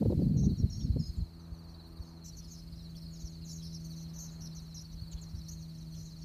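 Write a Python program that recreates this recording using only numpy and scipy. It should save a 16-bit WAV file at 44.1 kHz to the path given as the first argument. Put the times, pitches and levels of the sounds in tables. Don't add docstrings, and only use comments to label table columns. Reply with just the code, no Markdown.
import sys
import numpy as np
from scipy import signal
from scipy.io import wavfile
from scipy.ndimage import uniform_filter1d

SR = 44100
rng = np.random.default_rng(int(sys.argv[2]) if len(sys.argv) > 2 else 0)


def generate_wav(sig):
    pcm = np.round(np.clip(np.atleast_2d(sig).T, -1, 1) * 32767).astype(np.int16)
    wavfile.write(sys.argv[1], SR, pcm)


N = 275184

LOW_CHIRP_RISE_HZ, LOW_CHIRP_BUZZ = 300, 0.29


def from_db(db):
    return 10 ** (np.asarray(db) / 20)


def rms_one(x):
    return x / np.sqrt(np.mean(x ** 2) + 1e-20)


def in_time(rows):
    s, *columns = np.transpose(rows)
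    return [np.interp(np.arange(N) / SR, s, column) for column in columns]


def band(x, low_hz, high_hz, order=2):
    edges_hz = [low_hz, min(high_hz, .45 * SR)]
    return signal.sosfilt(signal.butter(order, edges_hz, "band", fs=SR, output="sos"), x)


def drift(rate, size=N):
    at = np.arange(size) * rate / SR
    points = rng.standard_normal(int(at[-1]) + 2)
    return np.interp(at, np.arange(len(points)), points)


def turn(hz):
    return 2 * np.pi * np.cumsum(hz) / SR


def add(out, s, sound):
    i = int(np.clip(s * SR, 0, N - 1))
    out[i:i + len(sound)] += sound[:N - i]


def noise(colour):
    hz, db = np.transpose(colour)
    edges = np.geomspace(hz[0], hz[-1], int(2 * np.log2(hz[-1] / hz[0])) + 2)
    white = rng.standard_normal((2, N))
    out = 0
    for k, (low, high) in enumerate(zip(edges, edges[1:])):
        band_db = np.interp(np.log(low * high) / 2, np.log(hz), db)
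        out = out + band(white[k % 2], low, high) * from_db(band_db)
    return rms_one(out)


def after(s, fade_s=0.038):
    return np.clip((np.arange(N) / SR - s) / fade_s + .5, 0, 1)


def hollow(fade_s=0.16):
    from_s, to_s = 1.25, 2.24
    return after(from_s, fade_s) - after(to_s)


def swells(rows, attack_s, release_s, rest_db=-90):
    t = np.arange(N) / SR
    gains = []
    for s, hold, db in rows:
        rise = np.minimum(t - s, 0) / attack_s
        fall = np.maximum(t - s - hold, 0) / release_s
        gains.append(from_db(db) * np.exp(rise - fall))
    return 20 * np.log10(np.maximum(np.max(gains, axis=0), from_db(rest_db)))


def chirp(length, hz, fall_hz, buzz, octave_db, sag_hz=0, waver_hz=120, jitter_hz=90, swing_hz=480,
          flutter_hz=520, throb=1.0, edge_s=0.0015, arch=0.47, hook_hz=300):
    size = max(int(length * SR), 64)
    u = np.linspace(0, 1, size)
    hook = hook_hz * (1 - 2 * u) ** 5
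    glide = hz + fall_hz * (.5 - u) + sag_hz * (.7 - np.sin(np.pi * u)) + hook
    unevenness = .15 * rng.standard_normal() + .22 * drift(280, size)
    flutter = turn(flutter_hz * np.exp(unevenness))
    waver = waver_hz * drift(130, size) + jitter_hz * (1 + buzz) * drift(1100, size)
    phase = turn(glide + waver + buzz * swing_hz * np.sin(flutter))
    edges = np.clip(np.minimum(u, 1 - u) * length / edge_s, 0, 1)
    swell = edges * (1 - arch + arch * np.sin(np.pi * u)) * from_db(3.3 * drift(132, size))
    voice = np.sin(phase) + from_db(octave_db) * np.sin(2 * phase)
    return rms_one(voice * swell * (1 + throb * buzz * np.cos(flutter)))


def near_swallows(whistle_octave_db=-28, rasp_octave_db=-15, chip_octave_db=-19):
    # start in seconds, length in seconds, lower pitch in Hz, upper pitch in Hz, level in dB,
    # upper voice relative to the lower in dB.
    whistle_rows = [(0.367, 0.058, 5660, 6350, -59, 1), (0.423, 0.052, 5800, 6390, -58, 1),
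                    (0.568, 0.055, 5600, 6600, -59.5, -10), (0.696, 0.089, 5540, 6500, -54, -9),
                    (0.784, 0.08, 5610, 6530, -56.5, -8.5), (.988, 0.12, 5100, 6600, -55, -10)]
    # start in seconds, length in seconds, pitch in Hz, level in dB.
    rasp_rows = [(1.68, 0.071, 5760, -74), (2.031, 0.085, 6280, -72.5), (2.241, 0.044, 6020, -54),
                 (2.243, 0.052, 7330, -62), (2.367, 0.04, 5970, -54), (2.425, 0.039, 5150, -61),
                 (2.507, 0.053, 6260, -55.5), (2.56, .05, 5300, -61.5), (3.191, 0.05, 6480, -60),
                 (3.463, .075, 6020, -57), (3.488, 0.037, 5360, -53), (3.615, 0.075, 5290, -55.5),
                 (3.84, 0.028, 6300, -61), (3.961, 0.081, 6100, -59.5), (4.134, 0.12, 5990, -55),
                 (4.188, 0.087, 6260, -50.5), (4.406, .072, 5650, -53), (4.799, 0.031, 5760, -55.5),
                 (4.915, 0.034, 5870, -62.5), (5.354, 0.05, 5900, -65), (5.483, 0.023, 6040, -49.5),
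                 (5.507, 0.047, 6430, -55), (5.945, 0.091, 5900, -60)]
    # start in seconds, length in seconds, middle pitch in Hz, steady part of the fall in Hz,
    # level in dB.
    chip_rows = [(1.163, .028, 7130, 180, -70), (2.28, 0.025, 5520, 200, -53.5),
                 (2.966, 0.029, 5340, 600, -58.5), (3.135, 0.055, 5260, 450, -63),
                 (3.244, 0.041, 5810, 800, -54.5), (3.5, 0.1, 6560, 550, -55),
                 (3.728, 0.05, 5540, 522, -51.5), (3.923, .028, 5880, 650, -63),
                 (4.549, 0.048, 5880, 816, -55), (4.743, 0.061, 5720, 795, -50.5),
                 (5.113, .025, 3490, 1440, -64), (5.113, .031, 6570, 850, -56.5),
                 (5.16, 0.029, 3460, 430, -66), (5.213, 0.034, 6540, 1690, -57)]
    # start in seconds, length in seconds, middle pitch in Hz, level in dB.
    low_rows = [(0.803, .03, 3550, -64.5), (2.945, 0.018, 3300, -66), (3.61, 0.036, 3250, -69),
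                (5.935, 0.038, 3400, -72)]
    out = np.zeros(N)
    for s, length, lower_hz, upper_hz, db, upper_db in whistle_rows:
        for hz, level in ((lower_hz, db), (upper_hz, db + upper_db)):
            note = chirp(length, hz, fall_hz=40.3, buzz=0.15, octave_db=whistle_octave_db,
                         sag_hz=130, waver_hz=70.6, jitter_hz=80.5, edge_s=0.0056)
            add(out, s, from_db(level) * note)
    for s, length, hz, db in rasp_rows:
        note = chirp(length, hz, fall_hz=60, buzz=0.53, octave_db=rasp_octave_db)
        add(out, s, from_db(db) * note)
    for s, length, hz, fall_hz, db in chip_rows:
        note = chirp(length, hz, fall_hz, buzz=0.47, octave_db=chip_octave_db)
        add(out, s, from_db(db) * note)
    for s, length, hz, db in low_rows:
        note = chirp(length, hz, -LOW_CHIRP_RISE_HZ, LOW_CHIRP_BUZZ, chip_octave_db)
        add(out, s, from_db(db) * note)
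    return out


def far_swallows(count=150, centre_hz=5750, fall_hz=450, octave_db=-20, low_share=0.19, low_hz=3250,
                 low_db=-13):
    # time in seconds, level in dB.
    flock_level = [(0, -89), (2.1, -77.5), (2.4, -65), (2.8, -72), (3.7, -63), (4.9, -73.5), (6.24, -65)]
    out = np.zeros(N)
    for k, (when, long, high, buzz, loud, kind) in enumerate(rng.random((count, 6))):
        pitch = 1 + 0.27 * (high - .5)
        if kind < low_share:
            note = chirp(0.019 + 0.027 * long, low_hz * pitch, -LOW_CHIRP_RISE_HZ, LOW_CHIRP_BUZZ, octave_db)
            note = from_db(low_db) * note
        else:
            note = chirp(0.0216 + 0.049 * long, centre_hz * pitch, fall_hz, .7 * buzz, octave_db)
        start_s = (k + 2 * when) / count * N / SR
        add(out, start_s, from_db(12.7 * loud) * note)
    return rms_one(out) * from_db(in_time(flock_level)[0])


def insects(duty=.72, second_db=-22, third_db=-22):
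    # average wing strokes per second, pitch in Hz at the start of a stroke,
    # pitch in Hz at its end, level in dB relative to the others.
    insect_rows = [(17.4, 4550, 4030, 1), (16.05, 4200, 3650, -1), (19.15, 4360, 4000, -2),
                   (21.2, 5060, 4000, -11)]
    out = 0
    for k, (rate, top_hz, end_hz, db) in enumerate(insect_rows):
        strokes = np.cumsum(rate * (1 + .12 * drift(12))) / SR + rng.random()
        u = np.minimum(strokes % 1 / duty, 1)
        sinking_hz = top_hz + (end_hz - top_hz) * u ** 2
        phase = turn(sinking_hz + 45 * drift(25) + 65 * drift(600))
        overtones = from_db(second_db) * np.sin(2 * phase) + from_db(third_db) * np.sin(3 * phase)
        brightness = 1.7 if k == 0 else .3
        tone = np.sin(phase) + overtones * brightness * from_db(5.0 * drift(8))
        stroke = np.abs(np.sin(np.pi * u ** 0.69))
        out = out + tone * stroke * from_db(db + 3.23 * drift(14) + 3.4 * drift(250))
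    level_db = -61.5 - 4.5 * (1 - after(0.37)) - 4.5 * hollow()
    return rms_one(out) * from_db(level_db)


def wind(lump_db=3.5, climb=0.85, upper_db=-57, steepness=1.44, buffet_s=0.0048):
    # time of full strength in seconds, hold in seconds, level in dB.
    gust_rows = [(0, 0.16, -30.5), (.18, 0.342, -27.5), (.61, 0.047, -32), (.8, 0.218, -35),
                 (1.19, .04, -39.5)]
    # time in seconds, level in dB.
    buffet_rows = [(0.025, -26), (0.06, -28.5), (0.105, -27), (0.129, -27.5), (0.197, -29), (.224, -30),
                   (0.437, -40), (0.637, -42), (0.968, -33)]
    # time of full strength in seconds, hold in seconds, level in dB.
    freshening_rows = [(2.3, 0.061, -48), (2.74, 0.22, -49), (5.3, 0.1, -44.5), (5.97, 0.044, -45.5)]
    # frequency in Hz, relative level in dB per Hz.
    gust_colour = [(25, -19), (45, 3.5), (95, 1), (180, 3), (240, -6), (310, -21.5), (420, -28.5)]
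    breeze_colour = [(20, -21), (40, -1), (65, 0.5), (100, -9), (160, -9.5), (300, -33.5)]
    attack_s = 0.071
    gust_db = swells(gust_rows, attack_s, release_s=0.019)
    wake_db = -16 + swells(gust_rows, attack_s, release_s=0.2)
    db = np.maximum(gust_db, wake_db)
    strength = db + 31.5
    rumble = band(noise(gust_colour), 34, 480, order=4)
    deep = band(rumble, 20, 117) * from_db(-climb * strength)
    higher = band(rumble, 123, 530) * from_db(climb * strength)
    rumble = deep - higher
    rumble = rumble / np.sqrt(uniform_filter1d(rumble ** 2, size=SR // 30) + 1e-9)
    rumble = rumble * from_db(db + lump_db * drift(44.75))
    t = np.arange(N) / SR
    force = from_db(upper_db + steepness * strength)
    for s, level in buffet_rows:
        force = force + from_db(level) * np.exp(-((t - s) / buffet_s) ** 2 / 2)
    flap_colour = [(200, 14.0), (350, 3.0), (550, -2.5), (720, -31.5), (950, -21), (1300, -48)]
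    flapping = band(noise(flap_colour), 146, 840, order=3)
    flapping = flapping / np.sqrt(uniform_filter1d(flapping ** 2, SR // 100) + 1e-9)
    breeze_db = swells(freshening_rows, attack_s=0.14, release_s=0.26, rest_db=-52.5) - 5 * hollow()
    breeze = noise(breeze_colour) * from_db(breeze_db + 2.5 * drift(14))
    return rumble + flapping * force + breeze


def puffs(cycles=0.44):
    # time in seconds, strength in dB, pitch in Hz.
    puff_rows = [(.085, -19, 98), (0.642, -15.5, 92), (0.905, -18.5, 73), (0.969, -22.5, 88),
                 (1.004, -25, 114), (1.097, -29.5, 60.4), (1.187, -25, 64), (1.225, -26.5, 70.6),
                 (1.525, -31, 68.4), (2.004, -32.5, 66), (3.245, -33, 62), (5.025, -31, 84),
                 (5.149, -30.5, 61), (5.349, -31.5, 72.4)]
    out = np.zeros(N)
    for s, db, hz in puff_rows:
        u = (np.arange(N) / SR - s) * hz
        near = np.abs(u) < 4
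        bump = np.exp(-(u[near] / cycles) ** 2 / 2)
        out[near] -= from_db(db) * bump * np.sin(2 * np.pi * u[near])
    return out


def engine(waver_db=1.0, upper_waver_db=1.8):
    # multiple of the firing rate, level in dB added to the curves below.
    order_rows = [(1, -4.5), (2, 2), (3, -14), (4, -15.5), (5, -24), (6, -31.5), (7, -29.5), (8, -27.5)]
    # time in seconds, level in dB.
    second_level = [(1.3, -57), (1.49, -53), (1.9, -56.5), (3.87, -46.5), (5.29, -52.5), (5.77, -46.5),
                    (6.24, -49)]
    # time in seconds, level in dB.
    other_level = [(1.3, -50.5), (2.1, -50.5), (2.4, -54.5), (3.3, -50.5), (3.9, -49.5), (4.7, -55.5),
                   (6.24, -53)]
    hz = 83.76 - .53 * np.arange(N) / SR
    second_db, = in_time(second_level)
    others_db, = in_time(other_level)
    phase = turn(hz * (1 + 0.00343 * drift(9)))
    out = 0
    for k, (_, order_db) in enumerate(order_rows, 1):
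        if k == 2:
            level = second_db + waver_db * drift(8)
        else:
            level = others_db + upper_waver_db * drift(8)
        out = out + from_db(level + order_db) * np.sin(k * phase + 2 * np.pi * rng.random())
    return np.sqrt(2) * out


def sea_wash():
    # time of full height in seconds, hold in seconds, level in dB.
    wave_rows = [(4.2, 0.15, -59.5), (5.1, 0.15, -62)]
    # frequency in Hz, relative level in dB per Hz.
    sea_colour = [(100, 14), (220, 13.5), (380, 3.5), (520, -6), (700, 11.5), (850, -1), (1080, -0.5),
                  (1400, -4), (2500, -12.5), (5000, -36)]
    hollow_colour = [(250, 5), (350, 8.5), (500, -3), (700, 0), (870, 1.5), (1060, 0.5), (1400, -8.5),
                     (2500, -21)]
    sea_db = swells(wave_rows, attack_s=0.53, release_s=1, rest_db=-65)
    sea = noise(sea_colour) * from_db(sea_db)
    return sea + noise(hollow_colour) * from_db(-65) * hollow(fade_s=0.47)


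def high_hiss():
    # frequency in Hz, relative level in dB per Hz.
    hiss_colour = [(1000, -7.5), (2500, 5), (3500, 3.5), (6000, 3.5), (8000, -2), (10500, 2.5), (13000, 1),
                   (15500, -2)]
    level_db = -71 + 4 * (1 - after(0.27)) - 4 * hollow()
    return noise(hiss_colour) * from_db(level_db)


def outdoors(x, echo_db=-17, tail_db=-17, tail_t60=0.38):
    t = np.arange(SR // 2) / SR
    response = rng.standard_normal(len(t)) * from_db(-60 * t / tail_t60)
    response *= from_db(tail_db) / np.linalg.norm(response)
    echo_s = rng.uniform(.003, .07, 3)
    response[(echo_s * SR).astype(int)] += from_db(echo_db)
    return x + signal.fftconvolve(x, response)[:N]


def scene():
    overhead = outdoors(near_swallows(), echo_db=-22, tail_db=-16.5, tail_t60=.4)
    around = outdoors(insects() + far_swallows(), echo_db=-14, tail_db=-12, tail_t60=.35)
    background = engine() + sea_wash() + high_hiss()
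    return (overhead + around + wind() + puffs() + background)[None]


def record(dry, low_cut_hz=28, cutoff_hz=15350):
    thinned = signal.sosfilt(signal.butter(3, low_cut_hz, "high", fs=SR, output="sos"), dry)
    return signal.sosfilt(signal.ellip(12, .1, 80, cutoff_hz, fs=SR, output="sos"), thinned)


dry = scene()
out = record(dry)
generate_wav(out)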